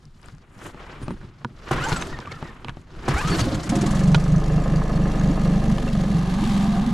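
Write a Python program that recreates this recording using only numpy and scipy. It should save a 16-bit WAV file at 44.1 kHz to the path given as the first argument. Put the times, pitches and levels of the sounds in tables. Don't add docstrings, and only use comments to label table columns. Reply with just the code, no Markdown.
import sys
import numpy as np
from scipy import signal
from scipy.fft import rfft, irfft, next_fast_len
from scipy.io import wavfile
from scipy.ndimage import map_coordinates

SR = 44100
rng = np.random.default_rng(int(sys.argv[2]) if len(sys.argv) > 2 else 0)


def to_wav(s):
    ch = np.atleast_2d(s).T
    pcm = np.round(np.clip(ch, -1, 1) * 32767)
    wavfile.write(sys.argv[1], SR, pcm.astype(np.int16))


N = 305613
FIRST_FIRING_S = 3.692
STEP = 16

# time in seconds, firings per second (one per turn).
ENGINE_SPEED = [(3.69, 16.08), (3.785, 16.97), (3.835, 20.17), (3.88, 21.31), (3.93, 24.12), (4.0, 23.97),
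                (4.3, 24.96), (4.95, 25.23), (5.2, 25.22), (5.35, 24.73), (5.59, 24.69), (5.73, 24.15),
                (6.0, 23.45), (6.38, 22.49), (6.71, 21.79), (6.93, 21.39)]
# break time in seconds, hold in seconds, level in dB, base pitch in Hz.
GAS_POCKETS = [(3.959, 0.23, -21, 182.3), (4.162, 0.093, -14, 169.4), (4.378, 0.065, -15, 159.4),
               (4.578, 0.051, -17.5, 157), (4.789, 0.047, -18.5, 170.5), (5.064, 0.092, -20, 173),
               (5.316, 0.078, -19, 178), (5.578, 0.13, -18.5, 178), (5.726, 0.021, -18, 192),
               (6.016, 0.043, -18, 172), (6.212, 0.09, -18.5, 159), (6.427, 0.16, -23, 185.4),
               (6.58, 0.095, -19.5, 182), (6.811, 0.17, -18.5, 192.5), (6.95, 0.07, -19, 180)]
# frequency in Hz, relative level in dB of a harmonic there.
THROB_TONE = [(50, -50), (75, -44), (100, -39), (125, -33), (150, -27), (175, -35), (210, -48)]
# time in seconds, relative rattle level in dB, relative tick level in dB.
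COWL_LEVELS = [(3.69, -33, -40.5), (3.93, -28, -39.5), (4.13, -32.5, -44.5), (4.32, -32, -45.5),
               (4.89, -30.5, -47), (5.18, -30.5, -43.5), (5.54, -30.5, -44), (5.95, -34.5, -43),
               (6.27, -33, -43), (6.53, -32.5, -37), (6.7, -32, -40.5), (6.93, -32.5, -44)]
# pitch in Hz, width in Hz, then levels in dB at
BLOCK_MODES = [(313, 29.4, 4, 2, 4.5), (439.2, 22.8, 3.5, -13, -19), (541, 24.4, 2, -28, 0.5),
               (701, 21, -3.5, -7.5, -3), (778.6, 20, -2, -4.5, -20), (1059, 55, -7, -15, -2),
               (1232, 57, -6, -10.5, -3), (1720, 79, -10, -14.5, -11), (2734, 31, -15, -14, -25),
               (4370, 60, -27, -24, -33), (5780, 50, -24, -36, -31)]
# pitch in Hz, relative level in dB, seconds to fade by 60 dB (t60).
VALVE_MODES = [(4400, -2, .04), (5100, -3, .03), (5650, -2, .04), (6190, -3, .03), (6480, -1.5, .04),
               (6950, -4, .03), (7600, -5, .03), (8350, -10, .03), (9800, -10, .025)]
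STARTER_MODES = [(137, 0, .13), (235, -1, .08), (350, 2, .045), (480, -6, .035), (780, -4, .045),
                 (1060, -2, .035), (1400, -9, .025), (2300, -15, .015)]
COWL_MODES = [(800, -10, .018), (980, 3, .024), (1210, 6, .02), (1437, 3, .022), (1680, -3, .02),
              (2000, -9, .02), (2300, -17, .02), (2700, -19, .015), (3200, -21, .015)]
TRANSOM_MODES = [(125, 0, .09), (225, -2, .06), (340, -6, .04), (471, -5, .035)]
HULL_MODES = [(165, -11, 0.17), (254, -0.5, 0.054), (349, -3.5, 0.039), (586, -4.5, 0.029),
              (874, -2.5, 0.02), (1150, -9, 0.023), (1650, -17, 0.016), (2600, -17, .012),
              (3950, -17, .008), (5800, -30, .006)]
# frequency in Hz, relative strength there in dB.
RATTLE_NOISE = [(150, 1.5), (260, 4), (326, 0.5), (388, -22), (434, -5), (495, -6), (549, -5), (608, -0.5),
                (761, -6.5), (925, -10.5), (1220, -13.5), (1470, -21.5), (1710, -19.5), (1910, -16),
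                (3000, -28.5), (3900, -68), (6600, -120)]
LOW_IDLE_NOISE = [(150, -18), (260, 11), (297, -8), (396, -1.5), (490, -12), (554, -1.5), (633, -10.5),
                  (680, -5.5), (785, -2.5), (993, -4.5), (1230, -2.5), (1340, -18), (1620, -8.5),
                  (1930, -20), (3000, -25), (3900, -20), (6600, -120)]
TICK_NOISE = [(1180, -4.5), (2000, 3.5), (2480, -0.5), (2700, -0.5), (3260, 1), (4430, -1.5), (5350, -6.5),
              (7600, -8.5), (8420, -13), (9490, -12), (10600, -11), (13600, -6.5), (15400, -45)]
WATER_NOISE = [(18, -32), (30, -31), (50, -19), (87, -18), (172, -12.5), (260, -23), (300, -36), (390, -56),
               (660, -120)]
PUFF_NOISE = [(1470, 5), (2500, 0.5), (4430, -4), (5440, -1), (6290, 0), (7610, -1), (9340, -7),
              (10200, -6.5), (14100, -11), (15400, -41)]
SWAY_NOISE = [(10, -3), (20, 4), (50, -1.5), (90, -9), (200, -57.5)]
HULL_NOISE = [(41, -37), (70, 3), (145, 7.5), (260, -6.5), (340, -18), (570, -120)]
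AIR_TUBE_NOISE = [(200, -51), (260, -7), (330, -4), (390, -5.5), (450, -28), (650, -48)]
RUB_NOISE = [(240, -2), (400, -3), (484, -1.5), (533, -4.5), (613, -6), (868, -5), (1220, -2.5), (1900, -8),
             (3200, -15), (4160, -24), (7040, -120)]
HISS_NOISE = [(1470, 9), (2500, -3), (2780, 6.5), (4000, 8), (4360, 8), (5000, 7), (7500, -4), (9750, -30),
              (16500, -120)]
FIZZ_NOISE = [(4120, -15), (7000, -3.5), (8260, -7), (9620, -8), (10800, -11), (12700, 1.5), (14600, -20),
              (15400, -33)]
# time in seconds, level in dB.
WEAK_FIRINGS = [(3.325, -23), (3.39, -19.5), (3.455, -17.5), (3.515, -17), (3.569, -24.5), (3.641, -24.5),
                (3.715, -15.5), (3.761, -15), (3.825, -14)]
CRANKING_PUFFS = [(1.839, -36), (1.886, -32), (1.962, -35.5), (2.013, -37), (2.071, -54), (3.181, -32.5),
                  (3.274, -32), (3.301, -34), (3.392, -28), (3.545, -35.5), (3.633, -37)]
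STARTER_CLUNKS = [(1.7108, -6.5), (3.0806, -6)]
BOAT_LURCHES = [(.44, -89), (.66, -48), (.87, -45), (1.04, -35), (1.17, -32), (1.299, -54), (1.58, -40),
                (1.79, -27), (1.92, -22.5), (2.03, -32), (2.14, -33.5), (2.36, -46), (2.5, -40),
                (2.73, -41), (2.98, -37), (3.16, -32), (3.29, -24), (3.4, -23.5), (3.58, -32), (3.7, -30)]
# start in seconds, relative level in dB, pitch in Hz.
WATER_GULPS = [(1.026, -24, 119), (1.11, -22, 174), (1.8, -43, 140), (1.918, -14.5, 155.6), (3.14, -12, 64),
               (3.244, -13, 153), (3.314, -12, 157), (3.373, -15, 166), (3.41, -12.5, 109),
               (3.694, -11.5, 201), (3.718, -16.5, 275.3), (3.753, -22, 198), (5.289, -13, 268),
               (5.491, -18.5, 302), (5.832, -18, 245), (6.266, -27, 366), (6.414, -18.5, 302)]
# start and end in seconds, first, middle and last pitch in Hz, level in dB.
WHIRRS_AND_SQUEAKS = [(1.015, 1.065, 9250, 9250, 9250, -56), (1.105, 1.14, 9300, 9350, 9350, -62),
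                      (1.745, 1.84, 1000, 1750, 2150, -35), (1.775, 1.87, 1000, 1380, 1600, -29),
                      (1.77, 1.86, 2000, 2700, 3000, -40), (1.845, 1.925, 780, 880, 880, -32),
                      (1.89, 2.0, 1550, 1420, 1330, -33), (1.878, 1.9, 6400, 6450, 6400, -38),
                      (1.96, 1.985, 7700, 7800, 7700, -38), (2.09, 2.2, 1700, 1850, 1680, -43),
                      (2.22, 2.28, 1560, 1500, 1440, -45), (2.29, 2.4, 1250, 1350, 1200, -43),
                      (2.29, 2.39, 1700, 1780, 1750, -48), (2.43, 2.52, 2030, 1880, 1700, -50),
                      (3.125, 3.225, 1000, 1420, 1780, -28), (3.13, 3.225, 1500, 2250, 2750, -32),
                      (3.15, 3.21, 620, 800, 900, -29), (3.205, 3.31, 950, 1250, 1230, -28),
                      (3.295, 3.36, 4500, 4450, 4250, -34), (3.31, 3.37, 1650, 1650, 1550, -35),
                      (3.4, 3.44, 4500, 4500, 4500, -39), (1.835, 1.86, 7300, 7400, 7300, -42),
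                      (1.995, 2.035, 6300, 6200, 6100, -44), (2.268, 2.286, 1150, 1200, 1200, -36),
                      (2.308, 2.326, 2200, 2200, 2200, -41), (3.385, 3.42, 6500, 6500, 6400, -40),
                      (5.874, 5.894, 2700, 2720, 2700, -37), (3.25, 3.31, 2600, 3200, 3300, -39),
                      (3.62, 3.69, 1700, 2000, 2250, -47)]
COWL_HUMS = [(6.44, 6.925, 805, 780, 786, -38), (6.55, 6.925, 680, 702, 749, -37.5)]
# time in seconds, then rub, hiss and rumble levels in dB.
ROPE_PULLS = [
    [(1.48, -70, -71, -49), (1.708, -35.5, -46.5, -67), (1.714, -21.5, -32, -48),
     (1.745, -29.5, -42.5, -29), (1.8, -28, -42, -32), (1.92, -31, -36, -35), (2.0, -35.5, -43, -32),
     (2.06, -41, -44.5, -33), (2.29, -46.5, -58, -49), (2.4, -58, -66, -66)],
    [(2.87, -59, -64, -51), (3.077, -34, -47.5, -37.5), (3.084, -23.5, -32, -43), (3.12, -27, -41, -24.5),
     (3.22, -32, -36.5, -35), (3.31, -28.5, -39, -26.5), (3.4, -27.5, -32.5, -27.5),
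     (3.48, -37, -39.5, -24.5), (3.6, -35.5, -44.5, -27.5), (3.66, -42.5, -41, -37.5), (3.7, -21, -46, -15)],
]
# start in seconds, level in dB, thump and snap in dB
# above that level, snap pitch in Hz, scrape length in milliseconds, left minus right in dB.
HARD_KNOCKS = [(.054, -62, -1, 21, 5100, 3.5, 3), (.216, -55, -5, 5, 9100, 4.4, 17),
               (.23, -53, -2, 9, 4300, 4, 8), (.243, -56.5, -12, 12, 2500, 4, 20),
               (.259, -46, -10, 4, 7450, 4, 12), (0.285, -36.5, -11, -9, 3480, 4.9, 21),
               (0.35, -60, 0, 13, 6000, 4, 2), (.383, -46, -30, -4, 4580, 4, 11),
               (.591, -38, -2, -3.5, 5740, 3.1, -8), (1.214, -35, -6, -22, 2940, 7, -3),
               (1.447, -15.5, 5, -42, 3000, 11, -3.5), (1.69, -26, -19, -30, 3000, 10, -14),
               (1.919, -14, -3, -15, 3500, 30, 4), (1.926, -15.5, 6, -6, 3800, 42, 3.5),
               (2.023, -19, -5, -1, 2930, 22, -2), (2.128, -23.5, 5, -16, 3500, 13, 4),
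               (2.189, -22.5, 4.5, -5.5, 3980, 7.6, 2), (2.203, -42.5, 10, 10, 3770, 5, -6),
               (2.258, -40.5, -12, 12, 2500, 6, -2), (2.274, -26, -20, -21, 3000, 8, 3),
               (2.325, -42, -19, 11, 4200, 8, -8), (2.485, -35, 10, -20, 3000, 8, 0.0),
               (2.598, -46, -6, -8, 3000, 6, 0.0), (2.646, -25.5, 7, -2, 2400, 24, -3.5),
               (2.684, -21.5, 2, 1.5, 2080, 11, -5), (2.694, -23.5, -6, -3, 2430, 37, 2),
               (2.815, -54, -10, 5, 7000, 6, 0.0), (2.906, -40, -2, -5, 2500, 6.7, -2),
               (2.951, -36, -15, -7, 3000, 8, 6), (3.373, -25, -13, -10, 3000, 12, -9),
               (4.1457, -6, -28, -7, 3200, 36, -4), (5.782, -22, 10.5, -7, 2980, 18, 3),
               (5.88, -31, -15, 0, 2700, 9.2, -7)]
# start in seconds, peak in dB, treble tilt in dB per octave, left minus right in dB.
SOFT_BUMPS = [(.746, -26, 2.5, 4), (1.017, -25, -5.5, 1), (1.082, -16.5, 1.5, 4.5), (1.107, -16, -2, 1),
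              (1.232, -33, 2, -1), (2.427, -16.5, -1, 2.5), (2.771, -25, -0.5, 3)]
# peak time in seconds,
# seconds to rise and to fall by 20 dB, then rub, hiss, rumble and fizz levels in dB.
RUSTLES = [(.05, 0.93, 0.86, -63, -69, -68, -71), (.27, 0.14, 0.17, -49, -57, -62, -61),
           (.42, 0.092, 0.074, -55, -65, -58, -75), (0.665, 0.13, 0.082, -37, -49, -39.5, -47),
           (.8, 0.11, 0.98, -45.5, -56, -57, -64.5), (.96, 0.47, 0.071, -40, -71, -43.5, -73),
           (1.03, 0.039, 0.029, -37, -53, -42, -53), (1.11, 0.1, 0.05, -42, -64, -30.5, -76),
           (1.238, 0.1, 0.11, -48.5, -56, -38.5, -75), (1.4, 0.059, 0.64, -59, -63.5, -47.5, -73),
           (2.319, 0.0096, 0.024, -36, -40.5, -54, -48), (2.46, 1, 0.32, -41, -55.5, -41.5, -61.5),
           (2.69, 0.13, 0.077, -43, -60, -33.5, -64), (2.78, 0.12, 0.22, -51.5, -60, -43.5, -68)]
# time in seconds, left minus right in dB.
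HAND_POSITION = [(0, .8), (.9, 1.4), (1.1, .4), (3.7, .4)]
# frequency in Hz, how alike left and right are (1 is the same).
STEREO_LIKENESS = [(60, 0.99), (120, 0.98), (240, 0.99), (480, 0.88), (950, 0.9), (1890, 0.57),
                   (3770, 0.79), (7520, 0.94), (15000, 0.54)]
# frequency in Hz, left minus right in dB.
MIC_BALANCE = [(60, -0.2), (130, -0.5), (290, -1), (640, -1.5), (1410, 0.0), (3100, 0.3), (6820, 1.5),
               (15000, 5)]
# frequency in Hz, gain in dB.
MIC_TREBLE = [(10000, -0.5), (13000, -17.5), (15600, -12)]


def engine():
    rate, turns = shaft()
    low_idle = np.pi / 2 * np.clip((23.6 - rate) / 1.19, 0, 1)
    motor = vibration(rate, turns, low_idle) + exhaust(rate, low_idle, turns) + cowl(turns, low_idle)
    water = amp(-34 + 1.5 * wobble(8)) * noise(WATER_NOISE, flicker_db=1.5, rate=20)
    return running(fade_s=0.0024) * (motor + water)


def shaft():
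    rate, = curves(ENGINE_SPEED)
    turns = np.cumsum(rate) / SR
    return rate, turns - turns[round(FIRST_FIRING_S * SR)]


def vibration(rate, turns, low_idle):
    def harmonic(k, db):
        phase = k * (2 * np.pi * turns - 1) + 6.53 + 0.038 * wobble(2.25)
        return np.sqrt(2) * amp(db) * np.sin(phase)

    uneven_db = 8.5 * np.sin(low_idle) * wobble(8)
    shake = harmonic(1, -25 + 1.9 * (rate - 25) + uneven_db) + harmonic(2, -27.5 + .9 * (rate - 25))
    throb = sum(harmonic(k, at_hz(THROB_TONE, k * rate) + 1.5 * wobble(4)) for k in range(3, 9))
    pocket_db, _ = gas_pockets()
    slowing_db = 2.6 * np.clip(24 - rate, 0, 3) * (turns > 20)
    return shake + amp(1.5 + .6 * (pocket_db + 21) - slowing_db) * throb


def exhaust(rate, low_idle, turns):
    out = np.zeros(N)
    pocket_db, base_hz = gas_pockets()
    firings = np.searchsorted(turns, np.arange(int(turns[-1]) + 1))
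    for i, (late, size, tune) in zip(firings, rng.standard_normal((len(firings), 3))):
        hz = 1.01 * base_hz[i] * (1 + 0.033 * tune - 0.0131 * (pocket_db[i] + 19))
        life_s = (.85 + .3 * np.sin(low_idle[i])) / rate[i]
        blub = bubble(hz, rise=1.7, t60=0.3, life_s=life_s)
        add(out, i / SR + 0.0018 + 0.00023 * late, amp(1.4 * size) * blub)
    bubbles = unit(out) * amp(pocket_db - 5.5)
    width = amp(-29) * np.outer([1, -1], np.roll(bubbles, 70))
    return bubbles + width


def gas_pockets():
    swells = [db + swell(s, 111, 308, hold) for s, hold, db, _ in GAS_POCKETS]
    trickle_db = -35
    *_, base_hz = curves(GAS_POCKETS)
    return 20 * np.log10(combined_gain(swells + [trickle_db])), base_hz


def bubble(hz, rise, t60, life_s=1):
    t = seconds(SR // 8)
    envelope = (1 - np.exp(-(t / 0.01) ** 2)) * amp(-60 * t / t60) / (1 + (t / life_s) ** 5)
    return envelope * np.sin(2 * np.pi * hz * (t + rise * t * t))


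def cowl(turns, low_idle):
    def pulse(place, sharpness):
        return np.exp(sharpness * (np.cos(2 * np.pi * (turns - place)) - 1))

    rattle_db, tick_db = curves(COWL_LEVELS)
    intake = pulse(place=0.08, sharpness=7)
    valve = pulse(place=0.6, sharpness=12) * (1 + 0.2 * np.sin(np.pi * turns))
    hiss = metallic(noise(TICK_NOISE, flicker_db=2.5, rate=200))
    ticks = unit(1 + 0.22 * intake + 0.2 * valve) * hiss
    fast = np.cos(low_idle) * noise(RATTLE_NOISE, flicker_db=0.5, rate=54)
    slow = np.sin(low_idle) * noise(LOW_IDLE_NOISE, flicker_db=1, rate=89)
    rattle = unit(1 + 0.4 * valve) * amp(2 + 2 * settled()) * (fast + slow)
    clatter = amp(-2) * valve_clatter(turns, low_idle)
    return amp(tick_db + 0.5) * ticks + amp(rattle_db - 4) * (rattle + clatter)


def valve_clatter(turns, low_idle):
    def block_response(f):
        return sum((-1) ** k * amp(levels)[:, None] * 1j * f * width / (hz ** 2 - f * f + 1j * f * width)
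                   for k, (hz, width, *levels) in enumerate(BLOCK_MODES))

    blows, count = np.zeros(N), np.arange(int(turns[-1]) - 1)
    for place, db, alternate_db in [(.1, -5, -1), (.36, -9, 0), (.53, -2, 2), (.66, -4, 1.5), (.88, -4, 1)]:
        at = np.searchsorted(turns, count + place + rng.normal(0, .01, len(count)))
        blows[at] = amp(db + .7 * rng.standard_normal(len(at)) + alternate_db * (-1) ** count)
    scuff = rng.standard_normal(N) * np.convolve(blows, np.hanning(SR // 200), "same")
    fast, slow, catching = filtered(0.36 * blows + 0.032 * scuff, block_response)
    fast = settled() * fast + (1 - settled()) * catching
    return unit(np.cos(low_idle) * fast + np.sin(low_idle) * slow)


def valve_pings():
    out, t, turns = np.zeros(N), seconds(SR // 20), shaft()[1]
    count = np.arange(int(turns[-1]))

    def times(place):
        return np.searchsorted(turns, count + place + rng.normal(0, .02, len(count))) / SR

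    cold_db, cold_s = 5.5, 0.98
    closings = [(s, cold_db) for s, _ in CRANKING_PUFFS]
    closings += [(s, cold_db * np.exp((FIRST_FIRING_S - s) / cold_s)) for s in times(0.072)]
    closings += [(s, -1) for s in times(.62)[1::2]]
    for s, extra_db in closings:
        ping_db = -49 + extra_db - 1.5 * max(s - FIRST_FIRING_S, 0)
        strengths, tunings = rng.standard_normal((2, len(VALVE_MODES)))
        for (hz, db, t60), strength, tune in zip(VALVE_MODES, strengths, tunings):
            envelope = amp(ping_db + db + 5 * strength - 60 * t / t60)
            add(out, s, envelope * np.sin(2 * np.pi * hz * (1 + .035 * tune) * t))
    return out


def metallic(hiss, width_hz=140):
    def response(f):
        peaks = sum(amp(2 * (db - 1)) / (1 + (2 * (f - hz) / width_hz) ** 2) for hz, db, _ in VALVE_MODES)
        return np.sqrt(1 + peaks)

    return unit(filtered(hiss, response))


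def sputters(burn_t60=0.079):
    out, t = np.zeros(N), seconds(SR // 5)
    modes = [(hz, db - 7 * np.log2(hz / BLOCK_MODES[0][0]), np.log(1000) / np.pi / width)
             for hz, width, *_, db in BLOCK_MODES]
    for s, db in WEAK_FIRINGS:
        block = ring(modes, t)
        burn = rng.standard_normal(len(t)) * t * amp(-60 * t / burn_t60)
        add(out, s, amp(db) * unit_peak(signal.fftconvolve(block, burn)[:len(t)]))
    return out


def intake_puffs(puff_s=0.017):
    envelope, t, turns = np.zeros(N), seconds(SR // 10), shaft()[1]
    firings = [(np.searchsorted(turns, k) / SR, -28.5 - 1.35 * k + rng.normal(0, 0.5)) for k in range(20)]
    for s, db in CRANKING_PUFFS + firings:
        add(envelope, s, amp(db) * np.clip(t / 0.00068, 0, 1) / (1 + (t / puff_s) ** 4))
    return envelope * metallic(noise(PUFF_NOISE, flicker_db=0.5, rate=220))


def gulps():
    out = np.zeros(N)
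    for s, db, hz in WATER_GULPS:
        add(out, s, amp(db + 8) * bubble(.8 * hz, rise=8.46, t60=0.086))
    return out


def starter_clunks(rise_cycles=.2):
    out, t = np.zeros(N), seconds(SR // 6)
    for s, db in STARTER_CLUNKS:
        clunk = 0
        for hz, mode_db, t60 in STARTER_MODES:
            age = np.clip(t - .002 * (hz < 600), 0, None)
            attack = 1 - np.exp(-age * hz / rise_cycles)
            decay = amp(mode_db + rng.normal(0, 1) - 60 * age / t60)
            clunk = clunk - attack * decay * np.sin(2 * np.pi * hz * age)
        add(out, s, amp(db) * unit_peak(clunk))
    return out


def whirrs(rows, waver_hz, rate):
    out = np.zeros(N)
    waver, flicker = wobble(rate), wobble(.7 * rate)
    for start, end, first, middle, last, db in rows:
        u = np.linspace(-1, 1, round((end - start) * SR))
        at = slice(round(start * SR), round(start * SR) + len(u))
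        glide = middle + u * (last - first) / 2 + u * u * ((first + last) / 2 - middle)
        hz = glide + waver_hz * waver[at]
        phase = 2 * np.pi * np.cumsum(hz) / SR
        tone = np.sin(phase) + amp(-16.5) * (hz < 3000) * np.sin(2 * phase)
        out[at] += amp(db + 4.5 * flicker[at]) * (1 - u ** 4) * tone
    return out


def knocks(blow_t60=.0025):
    out, t = np.zeros((2, N)), seconds(SR // 7)
    for s, db, thump_db, snap_db, snap_hz, scrape_ms, pan_db in HARD_KNOCKS:
        blow = rng.standard_normal(len(t)) * (amp(-60 * t / blow_t60) + amp(-3 - 60000 * t / scrape_ms))
        band = signal.iirpeak(snap_hz, Q=2.2, fs=SR)
        snap = amp(snap_db) * unit_peak(signal.lfilter(*band, signal.lfilter(*band, blow)))
        shell = unit_peak(signal.fftconvolve(ring(COWL_MODES, t), blow)[:len(t)])
        thump = amp(thump_db) * ring(TRANSOM_MODES, t) * (1 - np.exp(-t / 0.0039))
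        add(out, s, amp(db) * ((shell + snap) * pan(pan_db) + thump))
    return out


def bumps():
    out, t = np.zeros((2, N)), seconds(SR // 8)
    for s, db, tilt_db, pan_db in SOFT_BUMPS:
        modes = [(hz * (1 + rng.normal(0, .04)), mode_db + tilt_db * np.log2(hz / HULL_MODES[1][0]), t60)
                 for hz, mode_db, t60 in HULL_MODES]
        add(out, s, amp(db) * ring(modes, t) * pan(pan_db))
    return out


def handling():
    t = seconds(N)[::STEP]
    brushes = combined_gain([np.add.outer(levels, swell(s, 20 / rise, 20 / fall))
                             for s, rise, fall, *levels in RUSTLES])
    pulls_db = [np.where((t > pull[0][0]) & (t < pull[-1][0]), np.array(curves(pull))[:, ::STEP], -120)
                for pull in ROPE_PULLS]
    rope_rub, rope_hiss, crank = combined_gain(pulls_db)
    rope_fizz = amp(-45.5) * (rope_hiss / amp(-40)) ** 1.3
    rub, hiss, rumble, fizz = np.hypot(brushes, [rope_rub, rope_hiss, crank, rope_fizz])
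    sway = combined_gain([db + swell(s, 164, 164) for s, db in BOAT_LURCHES])
    drumming = combined_gain([db + thump_db - 29 + swell(s, 1800, 20 / .06)
                              for s, db, thump_db, *_ in HARD_KNOCKS if s < FIRST_FIRING_S])
    tubes = np.hypot(amp(-8) * rumble, drumming)
    sound = (np.hypot(amp(-50.5), sway) * noise(SWAY_NOISE, flicker_db=1.5, rate=7.65)
             + np.hypot(amp(-51.5), rumble) * noise(HULL_NOISE, flicker_db=4.5, rate=44)
             + np.hypot(amp(-62), tubes) * noise(AIR_TUBE_NOISE, flicker_db=5, rate=15)
             + amp(-6.5) * crank * noise(RATTLE_NOISE, flicker_db=1, rate=40)
             + rub * noise(RUB_NOISE, flicker_db=2.5, rate=90)
             + hiss * noise(HISS_NOISE, flicker_db=3, rate=90)
             + np.hypot(amp(-94), fizz) * noise(FIZZ_NOISE, flicker_db=2, rate=120))
    return (1 - running(fade_s=0.014)) * pan(curves(HAND_POSITION)[0]) * sound


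def running(fade_s):
    return np.clip((seconds(N) - FIRST_FIRING_S) / fade_s + 1, 0, 1)


def settled(idle_from_s=4.12, fade_s=0.3):
    return np.clip((seconds(N) - idle_from_s) / fade_s + 1, 0, 1)


def ring(modes, t):
    return unit_peak(sum(amp(db + rng.normal(0, 2.5) - 60 * t / t60) * np.sin(2 * np.pi * hz * t)
                         for hz, db, t60 in modes))


def noise(colour, flicker_db, rate):
    def response(hz):
        spread = np.arccos(np.clip(at_hz(STEREO_LIKENESS, hz), -1, 1)) / 2
        return amp(at_hz(colour, hz)) * [np.cos(spread), np.sin(spread)]

    mid, side = filtered(rng.standard_normal((2, N)) * amp(flicker_db * wobble(rate)), response)
    return unit(np.array([mid + side, mid - side]))


def wobble(rate):
    steps = np.arange(0, N + STEP, STEP)
    values = rng.standard_normal(int(N * rate / SR) + 4)
    return np.interp(np.arange(N), steps, map_coordinates(values, [steps * rate / SR]))


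def swell(s, rise_db_per_s, fall_db_per_s, hold=0):
    t = seconds(N)[::STEP] - s
    return -np.maximum(rise_db_per_s * (-t - hold), fall_db_per_s * t).clip(0)


def combined_gain(levels_db):
    return np.repeat(np.sqrt(sum(amp(2 * db) for db in levels_db)), STEP, axis=-1)[..., :N]


def curves(rows):
    times, *columns = np.transpose(rows)
    return [np.interp(seconds(N), times, column) for column in columns]


def at_hz(rows, hz):
    frequencies, values = np.transpose(rows)
    return np.interp(np.log(hz + 1), np.log(frequencies + 1), values)


def filtered(x, response):
    size = next_fast_len(N + SR // 2)
    return irfft(rfft(x, size) * response(np.fft.rfftfreq(size, 1 / SR)), size)[..., :N]


def add(out, s, x):
    part = out[..., round(s * SR):][..., :x.shape[-1]]
    part += x[..., :part.shape[-1]]


def pan(db):
    return amp(np.outer([.5, -.5], db))


def seconds(samples):
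    return np.arange(samples) / SR


def amp(db):
    return 10 ** (np.asarray(db) / 20)


def unit(x):
    return x / np.sqrt(np.mean(x ** 2) + 1e-20)


def unit_peak(x):
    return x / np.abs(x).max()


def scene():
    tones = whirrs(WHIRRS_AND_SQUEAKS, waver_hz=37.6, rate=160)
    hum = whirrs(COWL_HUMS, waver_hz=8.3, rate=44)
    return (engine() + handling() + knocks() + starter_clunks() + bumps()
            + intake_puffs() + gulps() + sputters() + valve_pings() + tones + hum)


def record(dry):
    return filtered(dry, lambda hz: pan(at_hz(MIC_BALANCE, hz)) * amp(at_hz(MIC_TREBLE, hz)) * (hz < 15600))


dry = scene()
out = record(dry)
to_wav(out)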